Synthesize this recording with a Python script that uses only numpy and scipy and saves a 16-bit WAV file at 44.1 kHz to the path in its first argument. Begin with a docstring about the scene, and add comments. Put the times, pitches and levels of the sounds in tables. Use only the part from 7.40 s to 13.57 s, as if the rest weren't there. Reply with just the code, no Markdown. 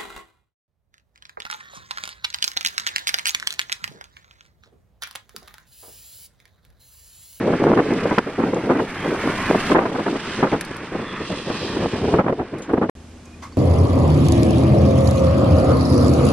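"""Umbrella on a wet, windy street

Turbulent gusts buffet the microphone of a phone held under an umbrella and snap the canopy. Tyres roar
and throw up spray; the frame and raindrops tick close by. Each hard flap makes the gain control duck
the street, which then creeps back. The street stops dead, and after a moment's silence a quiet room
hums, where a shoe scuffs the floor by friction."""
import sys
import numpy as np
from scipy import signal
from scipy.fft import rfft, irfft, next_fast_len
from scipy.io import wavfile
from scipy.ndimage import uniform_filter1d

SR = 44100
rng = np.random.default_rng(int(sys.argv[2]) if len(sys.argv) > 2 else 0)


def persist_wave(psi):
    """Save psi, clipped to +-1, as 16-bit WAV."""
    counts = np.round(np.clip(psi, -1, 1) * 32767).astype(np.int16)
    wavfile.write(sys.argv[1], SR, np.atleast_2d(counts).T)


N = 272141
TIME = np.arange(N) / SR
STREET_ENDS_S, ROOM_STARTS_S = 5.498, 5.552

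# noise spectra: f/Hz, relative spectral density/dB
RUMBLE_SPECTRUM = [(20, -51), (45, -37.5), (110, -10.5), (190, -3), (330, 0), (450, -2), (650, -11.5),
                   (1000, -20.5), (2000, -52), (5000, -67.5)]
SHUDDER_SPECTRUM = [(20, -25.5), (45, -8.5), (80, -0.5), (130, 0.5), (220, -2), (500, -50)]
RASP_SPECTRUM = [(200, -17), (450, 6.5), (750, 7.5), (1250, 3), (1800, -5.5), (2600, -16), (4000, -30.5),
                 (7000, -63.5), (12000, -71.5)]
ROAR_SPECTRUM = [(60, 1), (200, 9), (600, -3.5), (1000, 2.5), (1700, 2), (2100, 0), (2500, -3.5),
                 (3200, -20.5), (4500, -56.5), (8000, -48.5)]
SPRAY_SPECTRUM = [(1500, -21), (2800, 4), (4000, -2), (5200, -3.5), (6500, -11), (8000, -3.5),
                  (10000, -27.5), (14000, -43)]
MIST_SPECTRUM = [(4000, -20), (6500, 0), (8000, 1.5), (9200, 2), (10700, -1), (12500, -1), (14500, -20)]
SWISH_SPECTRUM = [(2000, -24.5), (3500, 0.5), (5200, -2), (8000, -36)]
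VENTILATION_SPECTRUM = [(25, -4), (70, 5), (140, 0.5), (270, 1.5), (450, -6.5), (1000, -15), (2400, -19),
                        (4000, -23), (7000, -23), (11000, -29.5), (14500, -53)]
SCUFF_SPECTRUM = [(300, -13), (700, -11), (900, -7), (1080, 5), (1450, -14), (1850, -13), (2130, -8),
                  (2500, -20), (3500, -21.5), (6000, -19), (11000, -31), (14500, -35)]
# stereo width: f/Hz, side minus mid/dB
WIND_WIDTH = [(100, -52.5), (250, -34), (500, -18), (1000, -8), (2000, 1.5), (4000, 4.5), (7000, 8.5),
              (9000, 17.5)]
STREET_WIDTH = [(100, -54), (500, -42), (1200, -25.5), (2000, -20), (3000, -6), (5000, 4), (6500, 3),
                (8500, 40)]
ROOM_WIDTH = [(80, -30), (400, -11), (1000, -10.5), (5000, -4), (10000, 7)]
# imbalance of the microphone pair: f/Hz, left minus right/dB
MIC_BALANCE = [(700, 0), (1500, -1), (3300, -3.3), (6000, -1.5), (9000, 0)]
# gusts across the microphone: t/s, duration/s, level/dB
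GUSTS = [(0, 0.052, -19), (0.06, 0.086, -17), (0.196, 0.21, -16), (0.421, 0.16, -23.5), (0.617, 0.059, -21),
         (0.858, 0.038, -16.5), (0.991, 0.11, -14), (1.124, 0.081, -20), (1.232, 0.19, -15.5),
         (1.628, .12, -20), (1.829, 0.073, -22), (2.078, 0.12, -26.5), (2.294, 0.2, -16),
         (2.509, 0.098, -15), (2.655, 0.077, -13), (2.808, 0.13, -27), (2.974, 0.1, -18.5),
         (3.112, 0.053, -15), (3.403, 0.022, -23), (3.514, 0.029, -16.5), (3.579, 0.046, -22),
         (3.797, 0.013, -17.5), (3.889, 0.047, -21.5), (4.066, 0.023, -19.5), (4.205, 0.17, -28.5),
         (4.346, 0.11, -19), (4.523, 0.047, -22.5), (4.601, 0.21, -20), (4.835, 0.085, -12.5),
         (4.973, 0.044, -14), (5.118, 0.091, -20.5), (5.277, 0.18, -18.5)]
# deep shudder, stronger once the phone is out in the open: t/s, level re rumble/dB
SHUDDER_LEVEL = [(0, -28), (0.6, -22), (1.5, -35), (2.6, -34), (3.1, -10), (4.6, -9), (5.5, -12)]
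# tyres as cars come and go: t/s, relative roar level/dB, relative spray level/dB
TYRE_LEVELS = [(0, -36.5, -46.5), (0.65, -34.5, -44), (1.1, -31.5, -41.5), (1.5, -30.5, -42),
               (2.25, -26.5, -36), (2.5, -29.5, -35), (2.95, -26.5, -30.5), (3.2, -30, -38),
               (3.5, -33, -42), (3.76, -29.5, -41), (3.87, -35, -35.5), (4.25, -34.5, -37),
               (4.7, -40, -42.5), (5.25, -36, -48.5), (5.49, -47, -47.5)]
# fine mist behind the nearest cars: t/s, level/dB
MIST_LEVEL = [(0, -59), (.65, -52), (1.1, -47.5), (2.2, -39.5), (3.1, -47.5), (3.6, -55), (3.9, -56),
              (4.2, -48), (4.7, -62)]
# reflection in the moving canopy: t/s, delay/s, amplitude as a share of the direct sound
CANOPY_ECHO = [(0, 0.002, .2), (.7, 0.0022, .2), (1.2, 0.00162, .28), (1.6, 0.0021, .28),
               (1.85, 0.0025, .26), (2.25, 0.002, .3), (2.45, 0.0021, .05), (3.52, .0013, .06),
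               (3.68, 0.0013, .4), (4.3, 0.0014, .3), (4.8, 0.0015, .1)]
# strong eddies striking the microphone: t/s, peak level/dB
KNOCKS = [(0.2216, -13), (0.2402, -6), (0.3173, -4), (1.2998, -3), (1.876, -9.5), (2.1108, 0), (3.0269, -6),
          (4.459, -6.5), (4.643, -12), (4.741, -4.5), (4.9267, -12), (5.3792, -4)]
# snaps of cloth, ticks of frame and drops: t/s, peak level/dB, ring f/Hz, decay time/s
TICKS = [(0.238, -22.5, 5560, 0.0025), (0.784, 4.5, 3500, 0.001), (0.7883, -4.5, 3300, 0.0023),
         (0.536, -26, 6500, 0.0018), (1.145, -16.5, 6650, .0025), (2.1015, -34, 5400, 0.0025),
         (3.116, -11.5, 4700, 0.011), (3.2098, -10, 4400, .003), (3.21, -4.5, 9680, 0.0037),
         (3.2485, -16, 9700, .0043), (3.367, -16, 9700, 0.0018), (4.731, -29, 6940, 0.0013),
         (4.795, -9.5, 3920, 0.00083), (5.184, -25, 9050, 0.011), (5.221, -20.5, 6600, 0.023),
         (5.3288, -28, 9300, 0.0017)]
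# canopy flaps: t/s, level/dB, rise time/s, crack minus thump/dB
FLAPS = [(0.263, -16.5, 0.011, -2.5), (0.504, -20.5, 0.012, -27), (0.654, -17.5, 0.0044, -4),
         (0.706, -15.5, 0.0085, -4.5), (0.778, -2, 0.0052, -2), (0.98, -11.5, 0.01, -10.5),
         (1.032, -14, 0.0032, -7), (1.131, -9.5, 0.0035, -9), (1.29, -11.5, 0.013, 3.5),
         (1.872, -15, 0.0024, -12), (2.099, -12.5, 0.0048, -17), (2.144, -9.5, 0.0044, -6.5),
         (2.316, -5.5, 0.0021, -1), (2.347, 1.5, 0.0087, 0), (2.383, -2, 0.0051, 13),
         (2.406, -10.5, 0.013, 4), (2.453, -7.5, 0.0051, 10), (2.584, -11, 0.009, -1.5),
         (2.749, -12, 0.0071, -1), (3.025, -2, 0.0088, 0), (3.067, -14.5, 0.0059, 5),
         (3.123, -10.5, 0.0046, -4), (3.308, -15.5, 0.0022, -21), (3.548, -17, 0.0069, -3.5),
         (4.098, -19, 0.0073, 4.5), (4.734, -13.5, 0.0064, -3), (4.784, -0.5, 0.0086, -1.5),
         (4.893, -7, 0.0043, -8), (4.924, -7.5, 0.0035, -7), (4.991, -11.5, 0.007, -0.5),
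         (5.333, -1.5, 0.0041, -7.5), (5.376, -8.5, 0.003, -9), (5.412, -10, 0.01, -8),
         (5.489, -9.5, 0.0042, -3)]
# wind whistling on the ribs: t/s, duration/s, f/Hz, bandwidth/Hz, level/dB
WHISTLES = [(1.56, 0.13, 3220, 129, -39), (3.59, 0.24, 3430, 190, -37.5)]
# a bright swish that swells and passes: t/s, level/dB
SWISH_LEVEL = [(3.72, -86.5), (3.83, -42), (3.93, -48), (4.25, -32.5), (4.42, -48), (4.85, -61)]
# partials of a machine indoors: f/Hz, rms level/dB
HUM_PARTIALS = [(80.7, -46.5), (242.2, -51.5)]
# a sole brushing the floor: t/s, level/dB, rise time/s
SCUFFS = [(5.83, -56, 0.025), (6.02, -33.5, 0.013), (6.053, -50, 0.012), (6.12, -46, 0.0031)]
# squeaks and ticks of the sole: t/s, duration/s, f/Hz, bandwidth/Hz, level/dB
SQUEAKS = [(5.852, 0.011, 6300, 2000, -49), (5.84, 0.16, 2460, 56, -56), (6.12, 0.037, 4517, 220, -55)]


def from_db(db):
    """Amplitude ratio: a factor of ten for every 20 dB."""
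    return 10 ** (np.asarray(db) / 20)


def unit_rms(x):
    """Normalisation to unit mean power."""
    return x / np.sqrt(np.mean(x ** 2) + 1e-20)


def in_time(rows):
    """Linear interpolation of each column to every sample."""
    times, *columns = np.transpose(rows)
    return [np.interp(TIME, times, column) for column in columns]


def at_hz(points, hz):
    """Interpolation on a logarithmic frequency axis."""
    knots, values = np.transpose(points)
    return np.interp(np.log(np.maximum(hz, 1)), np.log(knots), values)


def drift(rate_hz):
    """Low-passed Gaussian noise: a smooth fluctuation of unit rms."""
    pole = np.exp(-2 * np.pi * rate_hz / SR)
    smooth = signal.lfilter([1], [1, -2 * pole, pole * pole], rng.standard_normal(N + SR))
    return unit_rms(smooth[SR:])


def eddies(rate_hz):
    """Turbulent fluctuation, its extremes rounded by saturation."""
    return unit_rms(np.tanh(drift(rate_hz)))


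def stereo_noise(spectrum, width):
    """Spectrally shaped noise of unit rms; independent mid and side parts set its width."""
    size = next_fast_len(N)
    hz = np.arange(size // 2 + 1) * SR / size
    spread, lean = from_db(at_hz(width, hz)), from_db(at_hz(MIC_BALANCE, hz) / 2)
    white = rfft(rng.standard_normal((2, size)))
    mid, side = white * from_db(at_hz(spectrum, hz)) / np.hypot(1, spread)
    left, right = (mid + spread * side) * lean, (mid - spread * side) / lean
    return unit_rms(irfft([left, right], size)[:, :N])


def evened(x, span_s):
    """Division by the running rms holds the power steady over spans longer than span_s."""
    size = int(span_s * SR)
    power = uniform_filter1d(uniform_filter1d(np.mean(x ** 2, axis=0), size), size)
    return x / np.sqrt(power + 1e-9)


def resonators(x, hz, width_hz, widening=1):
    """Two unity-gain resonators in cascade, the second wider by the factor widening."""
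    for width in (width_hz, widening * width_hz):
        r = np.exp(-np.pi * width / SR)
        feedback = [1, -2 * r * np.cos(2 * np.pi * hz / SR), r * r]
        x = signal.lfilter(np.array([1, 0, -1]) * (1 - r * r) / 2, feedback, x + 1e-18)
    return x


def swell(t, rise_s):
    """Samples and envelope of a critically damped pulse: quick rise, slower decay."""
    start = int(t * SR)
    age = TIME[:min(int(10 * rise_s * SR), N - start)] / rise_s
    return slice(start, start + len(age)), age * np.exp(1 - age)


def noise_tone(t, length_s, hz, width_hz, db):
    """Narrow-band noise, heard as a pitch, under a half-sine envelope."""
    envelope = np.sin(np.pi * np.clip((TIME - t) / length_s, 0, 1))
    band = resonators(rng.standard_normal(N), hz, width_hz, widening=2)
    return from_db(db) * envelope * unit_rms(band)


def gusts(breeze_db=-33, attack_s=0.011, release_s=0.02, flutter_db=2.5):
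    """The wind's envelope: gusts and a restless breeze add in power, and eddies modulate the sum."""
    power = from_db(breeze_db + 1.5 * drift(rate_hz=13)) ** 2
    for t, length_s, db in GUSTS:
        rise = np.clip((TIME - t) / attack_s, 0, 1)
        fall = np.exp(-np.clip((TIME - t - length_s) / release_s, 0, 20))
        power += (from_db(db) * rise * fall) ** 2
    return np.sqrt(power) * from_db(flutter_db * eddies(rate_hz=35))


def wind(rasp_db=-3, rasp_exponent=1.92, tatter_db=9.0, lumps_db=1.5, crest_exponent=0.61):
    """Turbulence rumbles in the microphone ports; rasp grows as a power law. Flaps share both noises."""
    strength = gusts()
    rasp_gain = from_db(rasp_db + tatter_db * eddies(rate_hz=33)) * strength ** rasp_exponent
    rumble = stereo_noise(RUMBLE_SPECTRUM, WIND_WIDTH) * from_db(lumps_db * drift(rate_hz=64))
    rumble = evened(rumble, span_s=0.023)
    shudder = from_db(in_time(SHUDDER_LEVEL)[0]) * stereo_noise(SHUDDER_SPECTRUM, WIND_WIDTH)
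    crests = (0.5 + rumble[0] ** 2) ** (crest_exponent / 2)   # the flow tears mostly on pressure crests
    rasp = evened(stereo_noise(RASP_SPECTRUM, WIND_WIDTH) * crests, span_s=0.0059)
    buffeting = rumble + shudder
    return strength * buffeting + rasp_gain * rasp + flaps(buffeting, rasp)


def traffic(roar_db=4.5, spray_db=4.0, waver_db=1.5, spatter_db=1.53):
    """Rolling noise: tyres roar on the asphalt and fling up water as hissing spray and fine mist."""
    roar_gain, spray_gain = from_db(in_time(TYRE_LEVELS))
    roar_gain *= from_db(roar_db + waver_db * drift(rate_hz=14))
    roar = roar_gain * stereo_noise(ROAR_SPECTRUM, STREET_WIDTH)
    mist = from_db(in_time(MIST_LEVEL)[0]) * stereo_noise(MIST_SPECTRUM, STREET_WIDTH)
    spray = from_db(spray_db) * spray_gain * stereo_noise(SPRAY_SPECTRUM, STREET_WIDTH)
    return roar + (spray + mist) * from_db(spatter_db * drift(rate_hz=60))


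def canopy_reflection(direct, band_hz=(500, 4200)):
    """Interference with the cloth's inverted echo forms a comb that slides as the umbrella moves."""
    delay_s, share = in_time(CANOPY_ECHO)
    reflected = signal.sosfiltfilt(signal.butter(2, band_hz, "band", fs=SR, output="sos"), direct)
    echo = np.array([np.interp(TIME - delay_s, TIME, channel) for channel in reflected])
    return (direct - share * echo) / np.hypot(1, share)


def knocks(centre_hz=(320, 600), top_hz=2400):
    """An eddy delivers one heavily damped pressure impulse: a steep edge and a swing back."""
    out, impulse = np.zeros(N), signal.unit_impulse(SR // 50)
    lowpass = signal.butter(2, top_hz, fs=SR)
    for t, db in KNOCKS:
        hz, start = rng.uniform(*centre_hz), int(t * SR)
        kick = signal.lfilter(*lowpass, resonators(impulse, hz, width_hz=hz))
        out[start:start + len(kick)] += from_db(db) * kick / np.abs(kick).max()
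    return out


def ticks(body_ratio=0.46, body_db=24.0, thinning_db=20, ring_width_hz=3000, spread=0.8):
    """Impacts excite damped resonances: a dull, centred body and a bright ring above it."""
    out, age = np.zeros((2, N)), TIME[:SR // 20]
    lowpass = signal.butter(10, 12000, fs=SR, output="sos")
    for t, db, hz, decay_s in TICKS:
        burst = signal.sosfilt(lowpass, rng.standard_normal((2, len(age))) * np.exp(-age / decay_s))
        body_hz = body_ratio * hz
        body = resonators(burst[0], body_hz, width_hz=0.59 * body_hz)
        ring = resonators(burst[1], hz, ring_width_hz, widening=2)
        # slack cloth snaps low; hard parts tick high, with less body; the higher the tick, the wider its stereo
        # ring
        hardness = np.interp(hz, [4000, 7000], [0, 1])
        body_gain = from_db(body_db - thinning_db * hardness) * ring_width_hz / hz
        tick = body_gain * body + ring * np.array([[1], [-spread * hardness]])
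        start = int(t * SR)
        out[:, start:start + len(age)] += from_db(db) * tick / np.abs(tick).max()
    return out


def flaps(thump, crack):
    """The flapping canopy displaces air: each pressure pulse is a swell of low and bright noise."""
    out = np.zeros((2, N))
    for t, db, rise_s, crack_db in FLAPS:
        span, envelope = swell(t, rise_s)
        burst = envelope * (thump[:, span] + from_db(crack_db) * crack[:, span])
        out[:, span] += from_db(db) * np.sqrt(np.mean(envelope ** 2)) * unit_rms(burst)
    return out


def gain_control(x, limit_db=-11.0, recovery_db_per_s=6, window_s=0.014, ahead_s=0.0017):
    """Limiting: a level over the threshold cuts the gain at once, and recovery is linear in decibels."""
    size = int(window_s * SR)
    power = np.abs(uniform_filter1d(np.mean(x ** 2, axis=0), size))
    excess_db = np.maximum(10 * np.log10(power + 1e-12) - limit_db, 0)
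    recovered_db = recovery_db_per_s * TIME
    cut_db = np.maximum.accumulate(excess_db + recovered_db) - recovered_db
    cut_db = uniform_filter1d(cut_db, size // 2)
    return x * from_db(-np.interp(TIME + ahead_s, TIME, cut_db))


def rib_whistles():
    """Aeolian tones: air flowing past the ribs sounds in narrow bands."""
    return sum(noise_tone(*whistle) for whistle in WHISTLES)


def bright_swish():
    """A bright band of noise swells and passes."""
    return from_db(in_time(SWISH_LEVEL)[0]) * stereo_noise(SWISH_SPECTRUM, STREET_WIDTH)


def room_tone(ventilation_db=-43.0):
    """Superposition of a machine's steady partials and broadband ventilation noise."""
    hum = sum(from_db(db) * np.sqrt(2) * np.sin(2 * np.pi * (hz * TIME + rng.random()))
              for hz, db in HUM_PARTIALS)
    return hum + from_db(ventilation_db) * stereo_noise(VENTILATION_SPECTRUM, ROOM_WIDTH)


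def shoe():
    """Sliding friction between sole and floor gives broadband scuffs and narrow-band squeaks."""
    out = np.zeros((2, N))
    friction = stereo_noise(SCUFF_SPECTRUM, ROOM_WIDTH)
    for t, db, rise_s in SCUFFS:
        span, envelope = swell(t, rise_s)
        out[:, span] += from_db(db) * envelope * friction[:, span]
    return out + sum(noise_tone(*squeak) for squeak in SQUEAKS)


def scene():
    """Sources add linearly: first the street, through the gain control; after a gap, the room."""
    close_by = wind() + knocks() + ticks() + rib_whistles()
    street = gain_control(close_by + canopy_reflection(traffic() + bright_swish()))
    room = room_tone() + shoe()
    return street * (TIME < STREET_ENDS_S) + room * (TIME > ROOM_STARTS_S)


def record(dry, stopband_hz=15000):
    """Overload clips the hardest blows; a steep low-pass limits the bandwidth."""
    lowpass = signal.cheby2(14, 60, stopband_hz, fs=SR, output="sos")
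    return signal.sosfilt(lowpass, np.clip(dry, -1, 1))


dry = scene()
out = record(dry)
persist_wave(out)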